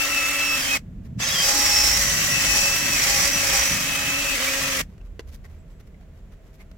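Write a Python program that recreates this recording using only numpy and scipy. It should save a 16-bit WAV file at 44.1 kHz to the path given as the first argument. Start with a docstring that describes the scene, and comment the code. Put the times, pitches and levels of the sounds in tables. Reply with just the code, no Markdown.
"""Drill-driven foam pad on a car panel

A cordless drill, already running, spins the pad in a workshop: one short run, a pause, then a long one.
Rotor orders hum; planetary gear teeth whine and rattle, with short squeals and gliding tones.
Load raises the rasp; the panel drums as noise and booms when bumped. Then a knock puts the drill aside,
and cloth noise wipes the paint over a low rumble and faint air."""
import sys
import numpy as np
from scipy import signal
from scipy.fft import rfft, irfft, next_fast_len
from scipy.io import wavfile

SR = 44100
rng = np.random.default_rng(int(sys.argv[2]) if len(sys.argv) > 2 else 0)


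def materialize(psi):
    """Save the field psi as 16-bit PCM at rate SR to the path in sys.argv[1].

    A 1-D psi becomes a single channel; in a 2-D psi each row is a channel.
    """
    bounded = np.clip(np.atleast_2d(psi).T, -1, 1)
    quanta = np.round(bounded * 32767).astype(np.int16)
    wavfile.write(sys.argv[1], SR, quanta)


N = 298557
TIME = np.arange(N) / SR

# Low rumble. Each row: time in seconds, level in dB before trim.
RUMBLE_DB = [(0, -55.5), (.83, -53), (.95, -42), (1.25, -52), (4.8, -49), (5.15, -41), (5.55, -43),
             (5.9, -48.5), (6.77, -48.5)]
# Its spectrum. Each row: frequency in Hz, relative density in dB.
RUMBLE_COLOUR_DB = [(22, -13), (32, -4.5), (42, 1.5), (55, -11.5), (72, -0.5)]
# Workshop air spectrum. Each row: frequency in Hz, relative density in dB.
AIR_COLOUR_DB = [(200, -25), (280, -16), (400, -13.5), (650, -19), (780, -27), (2040, -30.5), (5000, -43.5),
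                 (7600, -41.5), (8400, -49), (15800, -46.5)]
# Faint workshop tone. Each row: frequency in Hz, level in dB.
ROOM_TONES = [(646, -71.5)]
# Panel drumming between bumps. Each row: time in seconds, level in dB before trim.
PANEL_DB = [(0, -49), (.5, -47), (1.1, -38), (1.55, -50.5), (2, -37.5), (3, -42), (3.65, -47), (3.85, -40),
            (4.8, -54.5), (5.3, -51.5), (6.77, -52)]
# Its spectrum. Each row: frequency in Hz, relative density in dB.
PANEL_COLOUR_DB = [(70, -2.5), (95, -3.5), (125, -1), (175, -2), (225, -4)]
# Bumps on the door panel. Each row: time in seconds, level in dB.
BUMPS = [(1.165, -30.5), (1.27, -40.5), (1.34, -38.5), (2.05, -38), (2.13, -36), (2.3, -34), (2.47, -34),
         (2.849, -36.5), (3.17, -39.5), (3.35, -36.5), (3.48, -38.5), (3.714, -30.5), (4.02, -38),
         (4.62, -37.5), (4.78, -38)]
# Judders as the foam grips. Each row: middle in seconds, half length in seconds, level in dB, pitch in Hz.
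JUDDERS = [(1.72, 0.15, -38.5, 67.5), (1.97, 0.14, -34.5, 57), (2.535, 0.059, -33, 53.3),
           (3.094, 0.1, -37.5, 53), (3.58, 0.043, -35.5, 60)]
# Cloth strokes. Each row: middle in seconds, half length in seconds, level in dB, brightness in dB.
WIPES = [(1.059, 0.013, -59.5, 2), (4.92, 0.025, -66, -2.5), (5.062, 0.013, -63, 3),
         (5.288, 0.01, -53.5, 3), (5.341, 0.015, -56.5, 18), (5.453, 0.01, -54.5, 0),
         (5.53, 0.039, -63.5, -1), (5.712, 0.021, -64, 2), (5.806, 0.0075, -59.5, 1),
         (5.875, 0.0077, -65, 6), (6.02, 0.018, -65, -7), (6.17, 0.027, -67, -2), (6.331, 0.013, -62, -4),
         (6.475, 0.029, -64.5, 0), (6.55, 0.011, -69, 19), (6.611, 0.014, -55, 2)]
# Cloth on paint. Each row: frequency in Hz, relative density in dB.
CLOTH_COLOUR_DB = [(300, 7), (900, -1), (2000, -3), (3500, -10), (6000, -11), (9000, -19.5), (12500, -14),
                   (15500, -21)]
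# Squeaks of rubbed paint. Each row: middle in seconds, half length in seconds, level in dB,
# pitch in Hz, width in Hz.
SQUEAKS = [(5.012, .006, -63, 2700, 250), (5.456, .008, -57, 1930, 260), (5.6, 0.012, -71.5, 7690, 90),
           (5.71, 0.011, -73, 7690, 90), (5.76, 0.014, -70, 7690, 90), (5.947, .004, -62, 2130, 200),
           (6.612, .012, -56, 2100, 500)]
# Knocks and ticks of the handled tool. Each row: time in seconds, level in dB before trim,
# body ring factor 0-1.
KNOCKS = [(1.202, -26.5, 0.05), (4.801, -22.5, 0.22), (4.98, -51.5, 0.8), (5.014, -55, 0.97),
          (5.194, -29.5, 0.92), (5.202, -41, 0.55), (5.207, -47, .4), (5.446, -46, 0.1), (5.944, -62, 0.99),
          (6.714, -44.5, 0.02)]
# Tool body modes. Each row: frequency in Hz, relative level in dB, t60 in seconds.
TOOL_MODES = [(447, 5.5, 0.043), (795, -5, 0.025), (1005, -8, 0.037), (1576, -6, 0.029), (1960, -6, .033),
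              (2780, -5, 0.03), (2940, -9, .022), (3370, -8, 0.022), (4450, -15, .025), (5260, -19, 0.025)]
# Trigger. Each row: on in seconds, off in seconds.
RUNS = [(-1.1, .771), (1.2, 4.813)]
# Motor speed before stumbles and jitter. Each row: time in seconds, gear tooth rate in Hz.
TOOTH_RATE_HZ = [(0, 2647), (.08, 2663), (.2, 2604), (.32, 2657), (.49, 2627), (.6, 2617), (.68, 2537),
                 (.775, 2525), (1.22, 2475), (1.55, 2584), (1.65, 2575), (1.75, 2602), (1.92, 2580),
                 (2.08, 2650), (2.25, 2678), (2.38, 2614), (2.54, 2586), (2.87, 2647), (2.98, 2510),
                 (3.22, 2543), (3.36, 2658), (3.46, 2529), (3.56, 2500), (3.72, 2623), (3.81, 2524),
                 (3.87, 2604), (3.99, 2553), (4.2, 2622), (4.35, 2578), (4.41, 2489), (4.55, 2524),
                 (4.8, 2488)]
# Pad pressure on the paint. Each row: time in seconds, load 0-1.
PAD_LOAD = [(0, 0.33), (.37, 0.12), (.65, 0.25), (.76, 0.14), (1.22, 0.17), (1.5, 0.77), (1.83, 0.77),
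            (2.07, 0.67), (2.38, 0.53), (2.56, 0.74), (2.84, 0.46), (3.17, 0.72), (3.38, 0.5), (3.55, 0.64),
            (3.92, 0.12), (4.3, 0.15), (4.8, 0.13)]
# Motor stumbles. Each row: middle in seconds, half length in seconds.
STUMBLES = [(0.632, 0.014), (4.382, 0.016)]
# Gear whine. Each row: time in seconds, level in dB before trim and dips.
WHINE_DB = [(0, -24.5), (.04, -25), (.08, -39), (.12, -26), (.21, -24), (.29, -28.5), (.36, -27.5),
            (.49, -23), (.6, -29.5), (.66, -41), (.715, -20.5), (.75, -22.5), (.77, -43.5), (1.22, -50),
            (1.4, -48), (1.44, -35), (1.56, -39), (1.64, -31.5), (1.82, -29), (2.02, -41), (2.21, -30),
            (2.29, -32.5), (2.36, -24.5), (2.45, -33), (2.52, -23), (2.6, -27), (2.68, -25), (2.77, -32),
            (2.98, -28.5), (3.24, -36), (3.33, -31.5), (3.56, -32.5), (3.64, -35), (3.74, -32), (3.82, -34),
            (3.95, -30), (4.13, -26.5), (4.2, -28), (4.27, -29), (4.35, -29), (4.41, -42), (4.45, -40),
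            (4.53, -32.5), (4.62, -36), (4.68, -33), (4.72, -42), (4.8, -39)]
# Whine beam as the drill turns. Each row: time in seconds, left-right difference in dB,
# left phase lead in radians.
WHINE_BEAM = [(0, 12, -2.5), (.25, 1, 0.34), (.7, -1, 1.2), (1.35, 1.5, 1.5), (1.6, 2, -1), (1.8, 5.5, 0.5),
              (1.96, -2.5, -9.5), (2.1, 15, -2.5), (2.26, -3, -2.5), (2.36, 13, -2.5), (2.52, 12, -3.5),
              (2.68, 6.5, -1.5), (2.86, 5.5, 1.2), (3.14, 5, -4.5), (3.26, 2.5, 0), (3.42, 5, 1),
              (3.6, 3, 0.2), (3.9, 7, 0.5), (4.16, -2, -2.5), (4.35, 12, 1.5), (4.52, 0, 0), (4.76, 13, -4)]
# Hum orders. Each row: rotor order, left-right difference in dB, phase smear at full load in radians.
HUM_ORDERS = [(1, 3.5, 2.07), (2, -2, .45), (3, -0.5, .5)]
# Hum. Each row: time in seconds, then level of orders 1, 2 and 3 in dB before trim and dips.
HUM_DB = [(0, -42, -43.5, -49), (.35, -44, -44, -49), (.72, -39.5, -46, -48.5), (1.22, -64, -55, -54.5),
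          (1.38, -58.5, -59.5, -52), (1.45, -51, -42, -40.5), (1.56, -37, -43, -38),
          (1.7, -45.5, -50, -38.5), (1.9, -47, -49, -40), (2.06, -48, -42, -49.5), (2.2, -46, -51, -56),
          (2.36, -42, -46, -53), (2.56, -42.5, -46, -40.5), (2.68, -47, -38, -44.5),
          (2.88, -39.5, -50, -61), (3.14, -50, -37, -37), (3.34, -40.5, -41.5, -53),
          (3.56, -50, -40.5, -38), (3.76, -44, -42.5, -63), (3.92, -41.5, -50, -48.5),
          (4.1, -40.5, -45, -45), (4.3, -41.5, -43, -49), (4.5, -41.5, -38, -64), (4.8, -42, -40.5, -72)]
# Gear noise spectrum. Each row: frequency in Hz, relative density in dB.
GEAR_COLOUR_DB = [(300, -5.5), (450, -1.5), (640, 0.5), (920, -6), (1080, 3.5), (1600, -2.5), (2300, -3.5),
                  (3150, 0), (3550, -3.5), (4100, -5), (4700, -2), (5600, -6), (6300, -4.5), (6650, -3),
                  (7750, -3), (9000, -9.5), (15800, -8.5)]
# Gear housing modes. 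Each row: frequency in Hz, width in Hz, peak gain on the rattle in dB.
HOUSING_MODES = [(1347, 55, -7), (1960, 260, 3), (5840, 290, 1.5), (10650, 250, -8.5)]
# Growl, rattle, rasp and hiss. Each row: level running free in dB, dB added at full load,
# dB added per 100 Hz of sag, dB lost just after the start.
GEAR_BANDS = [(-40.5, 5.5, 1.7, 1.5), (-32.5, 2.5, 1.36, 3), (-37, 14, 1.5, 2), (-38, 8.5, 1, 5.5)]
# Gear noise lean before the shared gear lean. Each row: frequency in Hz, left-right difference in dB.
GEAR_LEAN_DB = [(300, 6), (700, 0), (1290, 0.5), (2380, 4), (4400, -1), (8120, 1.5), (15000, -0.5)]
# Left-right likeness of all coloured noise. Each row: frequency in Hz, likeness 0-1.
LIKENESS = [(60, 0.97), (120, 1), (240, 0.86), (480, 0.71), (950, 0.62), (1890, 0.26), (3770, .06),
            (7500, 0), (15000, 0)]
# Gear case ring. Each row: time in seconds, level in dB, centre in Hz.
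CASE_RING = [(0, -48, 1925), (.25, -38, 1956), (.6, -48.5, 1948), (1.5, -41.5, 2033), (1.72, -34, 2024),
             (1.83, -38, 2036), (1.98, -32, 2013), (2.12, -34.5, 1946), (2.35, -33.5, 1945),
             (2.6, -39.5, 1960), (3.1, -36, 1972), (4.3, -50.5, 1910), (4.45, -46, 1895),
             (4.55, -32.5, 1917), (4.7, -50, 1920), (4.8, -35, 1900)]
# Broader upper case ring. Each row: time in seconds, level in dB.
CLATTER_DB = [(0, -44), (.35, -34), (.55, -50), (.76, -37.5), (1.22, -54.5), (1.45, -46), (1.8, -41.5),
              (2.1, -43.5), (2.8, -44.5), (3, -32), (3.25, -33.5), (3.38, -36.5), (3.5, -32), (3.65, -32),
              (3.85, -41), (4.2, -52), (4.7, -56), (4.8, -33)]
# Hoarse spindle whistle. Each row: time in seconds, centre in Hz.
WHISTLE_HZ = [(0, 5540), (.76, 5430), (1.22, 5960), (1.4, 5660), (1.62, 5570), (1.8, 5430), (1.93, 5590),
              (2.07, 5896), (2.6, 5686), (3.34, 5795), (4.35, 5920), (4.6, 5620)]
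# Thin tones of the circling planets. Each row: multiple of the planet pass rate,
# level running free in dB before trim, dB added at full load.
PLANET_TONES = [(7, -43.5, -6), (9, -50.5, 5), (10, -43.5, 3.5), (12, -48, 4), (13, -40, -5.5),
                (15, -38.5, -5.5), (21, -50.5, 12), (27, -48, 9.5), (28, -49, 7), (29, -47.5, 12.5),
                (30, -46.5, 18.5), (31, -47, 15), (32, -47, 10), (36, -40, -2), (42, -50.5, 5.5),
                (43, -55, 7)]
# Planet tones that sing out. Each row: start in seconds, length in seconds, multiple of the pass rate,
# level in dB, phase smear in radians.
SINGS = [(0, 0.59, 7, -40, 1.1), (0.423, 0.22, 29, -35.5, .6), (1.58, .36, 30, -33, 1.5),
         (1.54, .45, 31, -33, 1.1), (1.63, .36, 29, -29, 0.73), (1.75, .14, 29, -30, .25),
         (2.03, .14, 32, -33.5, 1.0), (2.491, .2, 30, -37.5, .8), (2.558, .1, 31, -35, 1.0),
         (3.16, .08, 32, -29.5, 1.11), (3.54, .21, 32, -32, 1.2), (4.517, .2, 36, -45, 0.98)]
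# Short squeals and gliding tones of motor, gears and bearing. Each row: start in seconds,
# length in seconds, first pitch in Hz, last pitch in Hz, level in dB, chatter 0-1.
SQUEALS = [(0.585, 0.034, 3220, 3205, -36, 0), (0.63, 0.087, 3130, 3100, -34, 0.17),
           (0.753, 0.028, 2253, 2120, -29.5, 0.2), (1.21, .025, 3350, 3620, -34.5, 0.2),
           (1.24, 0.023, 3160, 3330, -35.5, .12), (1.216, 0.08, 5950, 6280, -30.5, 0.6),
           (1.24, 0.13, 5100, 4990, -33, 0.5), (1.282, .028, 3750, 3830, -33, .08),
           (1.28, .025, 2530, 2500, -41, .1), (1.306, .02, 3240, 3340, -30.5, .08),
           (1.331, .022, 3360, 3400, -28.5, .1), (1.353, 0.078, 3224, 3160, -26.5, .1),
           (1.357, 0.085, 4774, 4860, -29.5, .55), (1.44, 0.068, 5020, 5040, -28.5, .2),
           (2.222, 0.087, 6870, 7030, -35, 0.29), (2.294, .07, 5720, 5690, -33, 0.3),
           (3.316, 0.047, 5880, 5860, -26, 0.26), (4.352, 0.021, 2306, 2180, -34, 0.15),
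           (4.389, .03, 2214, 2342, -37, .05), (4.421, 0.016, 3110, 3020, -32, .15),
           (4.472, 0.019, 2290, 2283, -28, .1), (4.746, .016, 3090, 2970, -35, .1)]

AIR_DB = -57.5
BUMP_RISE_S, BUMP_DECAY_S = 0.016, 0.097
SUN_TEETH, RING_TEETH, PLANETS = 12, 42, 3
THROBS_PER_CARRIER = 0.77  # throbs per turn of the planet carrier
USUAL_TOOTH_HZ = 2600
STUMBLE_DB, STUMBLE_SAG = -11, .13  # sag: share of speed lost
SETTLE_S = 0.11  # build-up after each start
SING_EDGE_S = .015
CLATTER_HZ = 2235
CUTOFF_HZ = 15950


def from_db(db):
    """Decibels to gain."""
    return 10 ** (np.asarray(db) / 20)


def rms_one(x):
    """Scale so that the mean of the channels has rms 1."""
    return x / np.sqrt(np.mean(np.atleast_2d(x).mean(axis=0) ** 2) + 1e-20)


def in_time(rows):
    """Each column of a curve, at every sample."""
    s, *columns = np.transpose(rows)
    return [np.interp(TIME, s, c) for c in columns]


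def at_hz(points, hz):
    """Read a table on a log-frequency axis."""
    f, value = np.transpose(points)
    return np.interp(np.log(hz + 1), np.log(f), value)


def drift(rate_hz):
    """Low-passed chance with spread 1."""
    grid = np.linspace(0, TIME[-1], 2 ** 15)
    hz = np.fft.rfftfreq(len(grid), grid[1])
    spectrum = rfft(rng.standard_normal(len(grid)))
    slow = irfft(spectrum / (1 + (hz / rate_hz) ** 2))
    return np.interp(TIME, grid, rms_one(slow))


def complex_drift(rate_hz):
    """Random amplitude and phase: turns a carrier into a narrow noise band."""
    return drift(rate_hz) + 1j * drift(rate_hz)


def smear(radians, rate_hz):
    """Quick phase unrest, in turns: it widens a line into a hoarse band."""
    return radians * drift(rate_hz) / (2 * np.pi)


def swell(s, half_s):
    """A bell-shaped rise and fall around a moment."""
    return np.exp(-.5 * ((TIME - s) / half_s) ** 2)


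def gate(s, length_s, edge_s):
    """Fade in, hold, fade out."""
    return (np.tanh((TIME - s) / edge_s) - np.tanh((TIME - s - length_s) / edge_s)) / 2


def pan(lean_db):
    """Left and right gains for a level difference."""
    return from_db(np.array([[.5], [-.5]]) * lean_db)


def cut(x, hz, kind, order=4):
    """Butterworth filter."""
    sos = signal.butter(order, np.clip(hz, 10, .45 * SR), kind, fs=SR, output="sos")
    return signal.sosfilt(sos, x + 1e-18)


def resonate(x, hz, width_hz):
    """One resonance with gain 1 on top."""
    r = np.exp(-np.pi * width_hz / SR)
    zeros = np.array([1, 0, -1]) * (1 - r * r) / 2
    poles = [1, -2 * r * np.cos(2 * np.pi * hz / SR), r * r]
    return signal.lfilter(zeros, poles, x + 1e-18)


def coloured(spectrum, drive=None):
    """Two unrelated drives (noise if none) become a coloured stereo pair, alike in the bass; rms 1."""
    if drive is None:
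        drive = rng.standard_normal((2, N))
    size = next_fast_len(N + SR // 2, True)
    mid, side = rfft(drive, size)
    hz = np.fft.rfftfreq(size, 1 / SR)
    alike = np.clip(at_hz(LIKENESS, hz), 0, .99)
    pair = np.sqrt(1 + alike) * mid + np.sqrt(1 - alike) * side * [[1], [-1]]
    low_hz, high_hz = spectrum[0][0], spectrum[-1][0]
    skirts = 1 / np.sqrt((1 + (hz / high_hz) ** 12) * (1 + (low_hz / (hz + 1)) ** 8))
    gain = from_db(at_hz(spectrum, hz)) * skirts / np.sqrt(1 + alike)
    return rms_one(irfft(pair * gain, size)[:, :N])


def tone(turns, waver_db, waver_hz, spread, spread_hz=3.1):
    """A sine whose strength and phase waver at each ear; it dips more than it swells."""
    ears = []
    for _ in range(2):
        strength = from_db(waver_db * np.minimum(drift(waver_hz), 1))
        ears.append(strength * np.sin(2 * np.pi * turns + spread * drift(spread_hz)))
    return rms_one(np.array(ears))


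def split(x, edges_hz):
    """Bands that add up to the whole, each leaning to its side, then set to rms 1."""
    size = next_fast_len(N, True)
    hz, spectrum = np.fft.rfftfreq(size, 1 / SR), rfft(x, size)
    spectrum = spectrum * pan(at_hz(GEAR_LEAN_DB, hz))
    below = [0] + [1 / (1 + (hz / edge) ** 20) for edge in edges_hz] + [1]
    return [rms_one(irfft(spectrum * (b - a), size)[:, :N]) for a, b in zip(below, below[1:])]


def workshop(x, t60_s=0.12, wet_db=-22):
    """A short, weak tail from the open-sided room."""
    t = TIME[:SR // 2]
    tail = rng.standard_normal((2, len(t))) * from_db(-60 * t / t60_s) * (t > .004)
    tail /= np.sqrt(np.sum(tail ** 2, axis=1, keepdims=True))
    return x + from_db(wet_db) * signal.fftconvolve(x, tail, axes=1)[:, :N]


def door_panel(panel_db=0.55):
    """The panel drums softly all along; each bump makes it boom and die away."""
    power = from_db(in_time(PANEL_DB)[0] + panel_db) ** 2
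    for s, db in BUMPS:
        shape = np.exp(np.minimum((TIME - s) / BUMP_RISE_S, (s - TIME) / BUMP_DECAY_S))
        power = power + (from_db(db) * shape) ** 2
    return np.sqrt(power) * coloured(PANEL_COLOUR_DB)


def background(air_db=-2.0, rumble_db=3.5):
    """Panel drumming, low rumble, workshop air and a faint wavering tone."""
    rumble = from_db(in_time(RUMBLE_DB)[0] + rumble_db) * coloured(RUMBLE_COLOUR_DB)
    air = from_db(AIR_DB + air_db) * coloured(AIR_COLOUR_DB)
    tones = sum(from_db(db) * tone(hz * TIME, waver_db=6.0, waver_hz=6, spread=.5)
                for hz, db in ROOM_TONES)
    return (door_panel() + rumble + air + tones) * pan(-1.1)


def judder(width_hz=14):
    """The door booms low, as twice-resonated noise, while the foam grips."""
    out = 0
    for s, half_s, db, hz in JUDDERS:
        boom = resonate(resonate(rng.standard_normal(N), hz, width_hz), hz, width_hz)
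        out = out + from_db(db) * swell(s, half_s) * rms_one(boom)
    return out


def cloth(grain_db=3.0, split_hz=3500):
    """Fibres catch and slip under each stroke; a tilt about the split sets its brightness."""
    rub = coloured(CLOTH_COLOUR_DB) * from_db(grain_db * drift(150))
    dull = cut(rub, split_hz, "low", order=1)
    out = 0
    for s, half_s, db, bright_db in WIPES:
        tilted = dull * from_db(-bright_db / 2) + (rub - dull) * from_db(bright_db / 2)
        out = out + from_db(db) * swell(s, half_s) * tilted
    return out


def squeak():
    """Rubbed paint squeaks: brief, unsteady tones from twice-resonated noise."""
    out = 0
    for s, half_s, db, hz, width_hz in SQUEAKS:
        ring = resonate(resonate(rng.standard_normal((2, N)), hz, width_hz), hz, width_hz)
        out = out + from_db(db) * swell(s, half_s) * rms_one(ring)
    return out


def knocks(crack_s=0.0036, crack_db=-3, ring_db=-4):
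    """A short noise crack, and the tool's body rings in decaying modes."""
    cracks, blows = np.zeros(N), np.zeros(N)
    for s, db, body in KNOCKS:
        cracks += from_db(db) * (TIME >= s) * np.exp(-np.abs(TIME - s) / crack_s)
        blows[int(s * SR)] += from_db(db) * body
    t = TIME[:SR // 4]
    ring = sum(from_db(db - 60 * t / t60) * np.sin(2 * np.pi * hz * t) for hz, db, t60 in TOOL_MODES)
    crack = cut(cracks * coloured(CLOTH_COLOUR_DB), 9400, "low", order=2)
    body_ring = signal.fftconvolve(blows, ring)[:N]
    return from_db(crack_db) * crack + from_db(ring_db) * body_ring


def trigger(rise_s=0.0054, brake_s=0.0035, coast_s=.1, rundown_s=0.025, rundown_db=-22):
    """Drive and speed share: the motor starts at once and is braked on release; gears run down briefly."""
    drive, speed = 0, 0
    for on, off in RUNS:
        since_off = np.maximum(TIME - off, 0)
        powered = np.exp(-np.logaddexp(0, (on - TIME) / rise_s) - since_off / brake_s)
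        drive = drive + powered + from_db(rundown_db) * gate(off, rundown_s, 0.0051)
        speed = np.maximum(speed, (TIME > on - .05) * np.exp(-since_off / coast_s))
    return drive, speed


def loaded(free_db, load_db, sag_db=0, start_db=0):
    """Gain that follows load and speed sag, and builds up after each start."""
    sag = (USUAL_TOOTH_HZ - in_time(TOOTH_RATE_HZ)[0]) / 100
    fresh = sum(swell(on, SETTLE_S) for on, off in RUNS)
    return from_db(free_db + load_db * in_time(PAD_LOAD)[0] + sag_db * sag - start_db * fresh)


def chop(planet_pass, chatter, unevenness=0.29):
    """Each passing planet chops a tone; unequal planets add side tones once per carrier turn."""
    out = 1
    for turns, depth in ((planet_pass, chatter), (planet_pass / PLANETS, chatter * unevenness)):
        depth = np.clip(depth, 0, .8)
        pulse = depth * np.exp(2j * np.pi * turns + .4j * drift(40))
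        out = out * np.sqrt(1 - depth ** 2) / (1 - pulse)
    return out


def low_throb(throbs):
    """A low throb, unsteady in strength and phase, grows under load."""
    lurch = from_db(1.7 * drift(13)) * np.sin(2 * np.pi * throbs + 1.4 * drift(16.0))
    return loaded(free_db=-49.5, load_db=11, start_db=12.5) * rms_one(lurch)


def squeal(planet_pass, jitter_hz=22, edge_share=0.09, waver_db=1.5, spread_rad=0.73, hoarse_rad=2.0):
    """Short squeals and gliding tones of motor, gears and bearing, hoarser the more they chatter."""
    wander_hz = jitter_hz * drift(90)
    ears = np.array([from_db(waver_db * drift(50)) * np.exp(1j * spread_rad * drift(4.4))
                     for ear in range(2)])
    out = 0
    for s, length_s, first_hz, last_hz, db, chatter in SQUEALS:
        hz = np.interp(TIME, [s, s + length_s], [first_hz, last_hz]) + wander_hz
        turns = np.cumsum(hz) / SR + smear(hoarse_rad * chatter, rate_hz=110)
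        song = np.real(ears * chop(planet_pass, chatter) * np.exp(2j * np.pi * turns))
        out = out + from_db(db) * gate(s, length_s, edge_share * length_s) * rms_one(song)
    return out


def planet_tones(planet_pass, tones_db=-2.6, sings_db=0):
    """Thin, restless lines ride on the motor speed; load shifts their balance and some sing out."""
    load = in_time(PAD_LOAD)[0]
    out = 0
    for k, free_db, load_db in PLANET_TONES:
        line = tone(round(k) * planet_pass, waver_db=9.5, waver_hz=31, spread=1.02, spread_hz=9)
        out = out + from_db(tones_db + free_db + load_db * load) * line
    for s, length_s, k, db, blur_rad in SINGS:
        turns = round(k) * planet_pass + smear(blur_rad, rate_hz=43)
        line = tone(turns, waver_db=5.5, waver_hz=44.9, spread=0.37)
        out = out + from_db(db + sings_db) * gate(s, length_s, SING_EDGE_S) * line
    return out


def whistle(planet_pass, width_hz=200, chatter=0.33):
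    """A narrow, chattering hiss from the spindle, louder under load."""
    wave = np.exp(2j * np.pi * np.cumsum(in_time(WHISTLE_HZ)[0]) / SR)
    flutter = np.array([complex_drift(width_hz) for ear in range(2)])
    hiss = np.real(wave * chop(planet_pass, chatter) * flutter)
    return loaded(free_db=-48, load_db=22.0) * rms_one(hiss)


def case_ring(db, hz, width_hz):
    """The case rings in a narrow, restless band, partly shared by both ears."""
    flutter = np.array([complex_drift(width_hz) for path in range(3)])
    wave = np.exp(2j * np.pi * np.cumsum(hz + np.zeros(N)) / SR)
    return from_db(db) * rms_one(np.real((flutter[:2] + flutter[2]) * wave))


def gear_case():
    """A narrow ring that shifts with the grip, and a broader clatter above it."""
    clatter = case_ring(in_time(CLATTER_DB)[0], CLATTER_HZ, width_hz=230)
    return case_ring(*in_time(CASE_RING), width_hz=65) + clatter


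def bounces(x, echo=0.19, nearest_s=0.001227, step_s=.0021, sway=.05, count=4):
    """Echoes off door and arms comb the sound; their paths change as the drill moves."""
    ears = []
    for ear in x:
        lags_s = [(nearest_s + k * step_s) * (1 + sway * drift(1.2)) for k in range(count)]
        ears.append(ear + echo * sum(np.interp(TIME - lag, TIME, ear) for lag in lags_s))
    return np.array(ears)


def gear_rattle(teeth, throbs, uneven_db=1.4, rub=0.1, throb_db=0.66, flutter_db=1.0, flicker_db=0.71):
    """Teeth strike unevenly amid sliding noise, harder in a slow, regular throb."""
    strikes = np.diff(np.floor(teeth), prepend=0) * from_db(uneven_db * rng.standard_normal(N))
    strikes = 0.25 * strikes * rng.choice([-1, 1], (2, N))
    force = from_db(throb_db * np.cos(2 * np.pi * throbs) + flutter_db * drift(62))
    noise = coloured(GEAR_COLOUR_DB, force * (strikes + rub * rng.standard_normal((2, N))))
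    noise = noise + sum(from_db(db) * resonate(noise, hz, width_hz)
                        for hz, width_hz, db in HOUSING_MODES)
    bands = split(bounces(noise), [1500, 4200, 8000])
    return sum(loaded(*levels) * from_db(flicker_db * drift(24)) * band
               for levels, band in zip(GEAR_BANDS, bands))


def gear_whine(teeth, waver_db=2.0, waver_hz=30, load_smear_rad=0.76):
    """The tooth tone reaches each ear along its own path; it turns hoarse under load."""
    lean_db, lead_rad = in_time(WHINE_BEAM)
    teeth = teeth + smear(load_smear_rad * in_time(PAD_LOAD)[0], rate_hz=85)
    gains = pan(lean_db)
    ears = gains * np.sin(2 * np.pi * teeth + np.array([[.5], [-.5]]) * lead_rad)
    ears /= np.sqrt(np.mean(gains ** 2, axis=0) / 2)
    return ears * from_db(waver_db * drift(waver_hz))


def motor_hum(turns, hum_db=-0.3):
    """The rotor's first three orders, each with its own level curve; load blurs them."""
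    load = in_time(PAD_LOAD)[0]
    out = 0
    for (k, lean_db, blur_rad), db in zip(HUM_ORDERS, in_time(HUM_DB)):
        order_turns = round(k) * turns + smear(blur_rad * load, rate_hz=22)
        line = tone(order_turns, waver_db=4.0, waver_hz=30, spread=0.65, spread_hz=7.6)
        out = out + from_db(db + hum_db) * pan(lean_db) * line
    return out


def drill(jitter=.0018, whine_db=-0.8, gears_lean_db=-1.5, hum_share=0.4):
    """One tooth rate sets rotor, carrier and throb; stumbles sag it and dip whine and hum."""
    drive, speed = trigger()
    stumble = sum(swell(s, half_s) for s, half_s in STUMBLES)
    speed = speed * (1 - STUMBLE_SAG * stumble + jitter * drift(35))
    teeth = np.cumsum(in_time(TOOTH_RATE_HZ)[0] * speed) / SR
    carrier = teeth / RING_TEETH
    rotor = carrier + teeth / SUN_TEETH
    planet_pass, throbs = PLANETS * carrier, THROBS_PER_CARRIER * carrier
    dip_db = STUMBLE_DB * stumble
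    gears = gear_rattle(teeth, throbs) + whistle(planet_pass) + gear_case() + planet_tones(planet_pass)
    whine = from_db(in_time(WHINE_DB)[0] + whine_db + dip_db) * gear_whine(teeth)
    hum = from_db(hum_share * dip_db) * motor_hum(rotor)
    return drive * (gears * pan(gears_lean_db) + whine + hum + squeal(planet_pass) + low_throb(throbs))


def scene():
    """Drill, knocks, cloth and squeaks in the room, over the juddering door and the background."""
    return background() + judder() + workshop(cloth() + squeak() + knocks() + drill())


def record(dry):
    """A steep elliptic low-pass cuts the top."""
    sos = signal.ellip(12, .1, 80, CUTOFF_HZ, fs=SR, output="sos")
    return signal.sosfilt(sos, dry)


dry = scene()
out = record(dry)
materialize(out)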